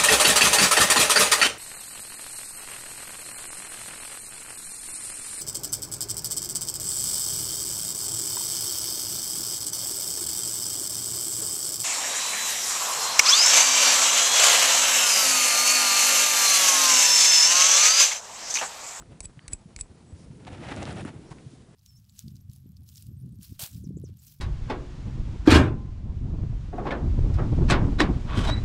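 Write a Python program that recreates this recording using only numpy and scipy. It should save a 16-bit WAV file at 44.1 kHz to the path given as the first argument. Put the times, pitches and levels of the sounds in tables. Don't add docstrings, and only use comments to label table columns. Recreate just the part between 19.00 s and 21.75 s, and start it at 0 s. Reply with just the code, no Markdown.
import sys
import numpy as np
from scipy import signal
from scipy.io import wavfile

SR = 44100
rng = np.random.default_rng(int(sys.argv[2]) if len(sys.argv) > 2 else 0)


def gain_from_decibels(decibels):
    exponent = np.asarray(decibels, float) / 20
    return 10 ** exponent


def unload_audio(sound):
    columns = np.transpose(np.atleast_2d(sound))
    steps = np.round(np.clip(columns, -1, 1) * 32767)
    wavfile.write(sys.argv[1], SR, steps.astype(np.int16))


N = 121275


def rms_one(x):
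    return x / np.sqrt(np.mean(x ** 2) + 1e-20)


def drift(rate):
    pole = np.exp(-80 * np.pi * rate / SR)
    steps = rng.standard_normal(N // 40 + 2002)
    slow = signal.lfilter([1], [1, -2 * pole, pole * pole], steps)[2000:]
    return np.interp(np.arange(N) / 40, np.arange(len(slow)), rms_one(slow))


def ring(x, hz, t60):
    pole, turn = gain_from_decibels(-60 / (t60 * SR)), 2 * np.pi * hz / SR
    return signal.lfilter([0, np.sin(turn)], [1, -2 * pole * np.cos(turn), pole * pole], x + 1e-18)


def struck(length, hz, t60, contact_s):
    click = np.zeros(length)
    click[0] = 1
    return ring(click, hz, t60) * (1 - np.exp(-np.arange(length) / SR / contact_s))


def add(out, s, piece):
    i = int(s * SR)
    part = piece[max(-i, 0):N - i]
    out[max(i, 0):max(i, 0) + len(part)] += part


def coloured(drive, spectrum, patchy_db, together_rate):
    out, together = 0, drift(together_rate)
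    edges = 22 * 2 ** np.arange(0, 9.6, .5)
    hz, db = np.transpose(spectrum)
    for k, (low, high) in enumerate(zip(edges, edges[1:])):
        middle = np.log(low * high) / 2
        level_db = np.interp(middle, np.log(hz), db, left=db[0] - 5, right=db[-1] - 20)
        bandpass = signal.butter(2, [low, high], "band", fs=SR, output="sos")
        band = signal.sosfilt(bandpass, drive[k % 2])
        flicker_db = patchy_db * (0.62 * together + 0.28 * drift(14.4))
        out = out + gain_from_decibels(level_db + flicker_db) * band
    return rms_one(out)


# f/Hz, level/dB
ROOM_COLOUR = [(22, -21), (60, 0), (150, 1.5), (300, -6.5), (700, -16.5), (1500, -24.5), (4000, -31.5),
               (10500, -42)]


def room():
    tone = coloured(rng.standard_normal((2, N)), ROOM_COLOUR, patchy_db=4.0, together_rate=18.3)
    return gain_from_decibels(-53.5) * tone + gain_from_decibels(-65.5) * rng.standard_normal(N)


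# t/s, length/s, song level/dB, grit level/dB
SLIDES = [
    (-.04, 0.064, -56, -71),
    (0.225, 0.032, -50, -50),
    (0.499, 0.02, -60, -66),
    (0.516, 0.017, -56, -49),
    (0.774, 0.017, -54, -66),
    (0.788, 0.023, -41, -51),
    (1.055, 0.11, -69, -90),
]


def slides():
    song_hz, song_wide_hz = 7930, 70
    grit_hz, grit_wide_hz, grit_broad_db = 9550, 900, 2
    white = rng.standard_normal((3, N))
    song = rms_one(ring(white[0], song_hz, 2.8 / song_wide_hz))
    grit = rms_one(ring(white[1], grit_hz, 6.2 / grit_wide_hz)) + gain_from_decibels(grit_broad_db) * white[2]
    grit = grit * gain_from_decibels(1.4 * drift(160))
    t, out = np.arange(N) / SR, np.zeros(N)
    for s, length, song_db, grit_db in SLIDES:
        u = np.clip((t - s) / length, 0, 1)
        out += gain_from_decibels(song_db) * song * np.sin(np.pi * u) ** 0.73
        out += gain_from_decibels(grit_db) * grit * u ** 0.87 * (u < 1)
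    return out


def echoes(x):
    level_db, t60_s = -20, .13
    t = np.arange(SR // 4) / SR
    tail = rng.standard_normal(len(t)) * gain_from_decibels(-60 * t / t60_s) * (t > .003)
    return gain_from_decibels(level_db) * signal.fftconvolve(x, tail / np.linalg.norm(tail))[:N]


# t/s, level/dB, f/Hz
KNOCKS = [(-.016, -40.5, 43.2), (0.084, -39.5, 88), (0.372, -34.5, 140), (0.6563, -34, 170),
          (1.521, -31, 89), (2.159, -33, 110), (1.126, -31.5, 84), (1.302, -31, 133), (1.408, -51, 151),
          (1.594, -32, 140), (1.717, -24, 257), (2.052, -23, 260), (2.312, -32, 149), (2.463, -31.5, 122),
          (2.534, -36, 253), (0.242, -36.5, 189), (1.26, -40, 60.7), (.90, -40, 85), (.44, -42, 120),
          (1.96, -32, 120), (2.29, -38, 380), (1.50, -36, 270), (2.138, -38, 300)]


def knocks():
    out = np.zeros(N)
    for s, db, hz in KNOCKS:
        cycles = np.arange(SR // 8) / SR * hz
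        swell = 3 * cycles * np.exp(-6.9 * cycles / 4.37)
        add(out, s, -gain_from_decibels(db) * np.sin(2 * np.pi * cycles) * swell)
    return out


# t/s, level/dB, f/Hz, ring/cycles
TICKS = [(.0058, -37.5, 900, 6), (.0232, -38, 1350, 10.5), (.0590, -49, 2100, 7), (.3925, -34, 1940, 10.3),
         (.3930, -42, 3100, 25), (.2075, -27, 594, 2.3), (.4826, -32.5, 2050, 8.3), (.7632, -33, 2280, 19),
         (1.4507, -29.5, 3500, 3.3), (1.4697, -28, 2500, 2.4), (1.5216, -42, 2500, 2.6),
         (1.7176, -21.5, 1700, 6.6), (1.7635, -20, 6500, 2.5), (1.8299, -18.5, 6000, 3.9),
         (1.8543, -17, 4000, 2.6), (1.8728, -43, 5000, 2.8), (2.0285, -31, 3000, 3), (2.0410, -36, 4500, 3),
         (2.0505, -25.5, 1300, 5.5), (2.0515, -33, 9300, 14), (2.3170, -28, 1100, 3.2),
         (2.3855, -34.5, 2000, 4.1), (2.1040, -36, 2000, 5), (2.0815, -35, 1700, 5), (1.9095, -30, 3000, 3),
         (2.0100, -30, 1000, 4)]


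def ticks():
    out = np.zeros(N)
    for s, db, hz, cycles in TICKS:
        add(out, s, gain_from_decibels(db) * struck(SR // 8, hz, cycles / hz, 0.24 / hz))
    return out


# f/Hz, level/dB, t60/s
BODY = [(1300, -22, .005), (2160, -18, .007), (2510, -16, .009), (3720, -10, .007), (4600, -13, .007),
        (5350, -8, .007), (6300, -16, .004), (7060, -6, .006), (8560, -4, .005), (9600, -6, .005)]


def crack(noise, hz):
    chatter_s, rattle_s, rattle_db, wide = 0.0005, 0.0031, -14, 0.43
    t = np.arange(len(noise)) / SR
    drive = noise * (np.exp(-t / chatter_s) + gain_from_decibels(rattle_db) * np.exp(-t / rattle_s))
    tone = ring(ring(drive, hz, 2.1 / (wide * hz)), hz, 1.46 / (wide * hz))
    broad = 0
    for k, (f, db, t60) in enumerate(BODY):
        broad = broad + gain_from_decibels(db) * ring(drive, f, t60) * (-1) ** k
    return tone / abs(tone).max() + gain_from_decibels(-4.5) * broad / abs(broad).max()


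# f/Hz, level/dB, t60/s
MAIN_MODES = [(7900, 0, .021), (7990, -34, .1)]
# f/Hz, level/dB, t60/s
WIRE_MODES = [(7600, -26, 0.01), (6640, -27, .012), (9600, -7, 0.009), (10200, -18, 0.0041),
              (9030, -20, .008), (5350, -22, 0.012), (4600, -25, 0.014), (3740, -25, 0.013),
              (2520, -27, 0.023)]


def wire_ring():
    luck_db = rng.normal(0, 2, len(MAIN_MODES) + len(WIRE_MODES))
    luck_db[:len(MAIN_MODES)] = 0
    out = 0
    for (f, db, t60), luck in zip(MAIN_MODES + WIRE_MODES, luck_db):
        out = out + gain_from_decibels(db + luck) * struck(SR // 4, f, t60, contact_s=0.00024)
    return out


def thump():
    hz, fade_s, stiff_turns, stiff_s = 30.5, 0.022, 0.553, 0.0055
    t = np.arange(SR // 4) / SR
    turns = hz * t + stiff_turns * (1 - np.exp(-t / stiff_s))
    return np.sin(2 * np.pi * turns) * np.exp(-t / fade_s)


# t/s, crack level/dB, wire ring level/dB, crack colour f/Hz, thump level/dB
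TOUCHES = [(.2050, -21, -47, 8100, -41.5), (0.2076, -34, -39, 8900, -43.5), (0.2107, -50, -40, 4000, -70),
           (.2300, -47, -40, 7500, -68), (.2468, -42, -37, 9600, -44), (.2545, -34, -52, 4830, -55),
           (0.2557, -39.5, -26.5, 9150, -36), (0.4801, -24.5, -43, 7600, -41.5),
           (0.4826, -30.5, -38, 7350, -43), (0.523, -44, -55, 2100, -40), (0.5326, -30, -30.5, 4820, -67),
           (.5330, -27, -17.5, 9900, -30.5), (0.7642, -34, -46, 8800, -38), (0.7628, -27.5, -44, 6200, -55),
           (0.7897, -36, -38, 2200, -45), (.8100, -33, -42, 5350, -59), (0.8107, -22, -20, 9600, -33)]


def touches():
    out, table_thump = np.zeros(N), thump()
    for s, crack_db, ring_db, hz, thump_db in TOUCHES:
        noise = rng.standard_normal(900)
        noise[0] = 5
        add(out, s, gain_from_decibels(crack_db) * crack(noise, hz))
        add(out, s, gain_from_decibels(ring_db) * wire_ring())
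        add(out, s, gain_from_decibels(thump_db) * table_thump)
    return out


def friction_swells(table):
    out = np.zeros(N)
    for s, length, db, hz, wide_hz in table:
        noise = rng.standard_normal(SR // 2)
        u = np.clip(np.arange(len(noise)) / SR / length, 0, 1)
        tone = rms_one(ring(noise, hz, 1.6 / wide_hz))
        add(out, s, gain_from_decibels(db) * tone * np.sin(np.pi * u) ** 0.3)
    return out


# t/s, length/s, level/dB, centre f/Hz, width f/Hz
BRUSHES = [(.395, 0.16, -62, 1040, 1300), (1.149, 0.11, -65, 5400, 1500), (1.156, 0.11, -69, 9300, 1500),
           (2.308, 0.025, -45.5, 670, 1070), (2.302, 0.027, -56, 5600, 6000),
           (2.363, 0.049, -63, 1220, 2500), (2.21, 0.22, -52, 210, 600), (2.3, 0.069, -69, 9400, 6000),
           (2.10, 0.089, -57, 710, 1200), (2.17, 0.47, -65, 4600, 8700), (2.50, 0.065, -64, 7100, 6000)]


def brushes():
    return friction_swells(BRUSHES)


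# t/s, length/s, level/dB, centre f/Hz, width f/Hz
SQUEAKS = [
    (.40, .085, -70, 4600, 120),
    (.40, .08, -72, 1750, 200),
    (.94, .08, -75, 4500, 300),
    (2.26, .04, -67, 5600, 120),
]


def squeaks():
    return friction_swells(SQUEAKS)


# f/Hz, level/dB
TOP_COLOUR = [(25, -23), (45, -12.5), (90, 1.5), (140, -1.5), (270, -4.5), (400, -11.5), (550, -20)]
# t/s, level/dB
WEIGHT = [
    (1.0, -57.5),
    (1.906, -38),
    (2.07, -41),
    (2.12, -48.5),
    (2.45, -53),
    (2.75, -64),
]


def leaning():
    s, db = np.transpose(WEIGHT)
    weight_db = np.interp(np.arange(N) / SR, s, db, left=-120)
    rumble = coloured(rng.standard_normal((2, N)), TOP_COLOUR, patchy_db=2.0, together_rate=24)
    return gain_from_decibels(1.5 + weight_db) * rumble


# f/Hz, level/dB
CLOTH_COLOUR = [(210, -30), (350, -11.5), (808, -2.5), (961, -9.5), (1500, -10.5), (2200, -17),
                (2800, -14.5), (4630, -24), (9940, -33), (11000, -42), (14300, -92)]
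# t/s, length/s, level/dB
RUB = [(1.38, 0.11, -62.5), (1.464, 0.033, -48.5), (1.516, 0.059, -48), (1.567, 0.043, -53),
       (1.6, 0.05, -49.5), (1.632, 0.093, -44), (1.697, .065, -43), (1.749, 0.11, -44),
       (1.85, 0.098, -42.5), (1.94, 0.032, -52.5), (1.958, 0.073, -44.5), (2.028, 0.025, -60),
       (2.04, 0.072, -49), (2.09, 0.1, -60.5), (2.19, 0.13, -66), (1.492, .04, -53)]


def rubbing():
    grains_per_s, grain_spread_db, smooth_share = 1800, 3.6, .47
    attack, release = 0.22, 0.28
    t, strokes = np.arange(N) / SR, np.zeros(N)
    for s, length, db in RUB:
        strokes += gain_from_decibels(db) * np.interp((t - s) / length, [0, attack, 1 - release, 1], [0, 1, 1, 0])
    sizes = gain_from_decibels(grain_spread_db * np.minimum(rng.exponential(1, (2, N)), 5))
    sizes = sizes * rng.choice([-1, 1], (2, N))
    chance = grains_per_s * gain_from_decibels(5 * drift(25)) / SR
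    grains = rms_one(sizes * (rng.random((2, N)) < chance))
    drive = smooth_share * rng.standard_normal((2, N)) + (1 - smooth_share) * grains
    cloth = coloured(drive, CLOTH_COLOUR, patchy_db=1.5, together_rate=49)
    hollow_hz, hollow_q, hollow_share = 1016, 1.85, 0.64
    cloth = cloth - hollow_share * signal.lfilter(*signal.iirpeak(hollow_hz, hollow_q, SR), cloth)
    weave_hz, weave_wide_hz, weave_db = 3000, 900, -12
    cloth = cloth + gain_from_decibels(weave_db) * rms_one(ring(cloth, weave_hz, 0.97 / weave_wide_hz))
    return gain_from_decibels(2.5) * strokes * cloth


# t/s, level/dB, f/Hz
SNAPS = [(1.5300, -46, 8000), (1.5744, -51, 5300), (1.6064, -52, 4880), (1.7564, -44, 7180),
         (1.7824, -44, 7000), (1.8755, -44, 9800), (1.8874, -41, 7850), (1.9130, -41, 4760),
         (1.9214, -41, 10000), (1.9284, -38, 8140), (1.9575, -45, 7500), (1.9734, -41, 9500),
         (1.9844, -43, 8940), (1.9984, -43, 8610), (2.0084, -45, 9170), (2.0124, -40, 9600),
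         (2.0574, -45, 9500), (2.0634, -46, 7040), (2.0694, -46, 10100), (2.0814, -45, 9800),
         (2.1434, -52, 8060)]


def snaps():
    out = np.zeros(N)
    for s, db, hz in SNAPS:
        add(out, s, gain_from_decibels(db + 7) * struck(SR // 8, hz, 9.0 / hz, 0.24 / hz))
    return out


def scene():
    near = touches() + slides() + ticks() + snaps() + knocks()
    hands = rubbing() + leaning() + brushes() + squeaks()
    return (near + echoes(near) + hands + room())[None]


def band_limit(x):
    return signal.sosfilt(signal.butter(12, 11640, fs=SR, output="sos"), x)


def record(dry):
    lowpass = signal.firwin(301, 10420, window=("kaiser", 3.3), fs=SR)
    mix = signal.fftconvolve(dry, lowpass[None], "same")
    return band_limit(mix)


dry = scene()
out = record(dry)
unload_audio(out)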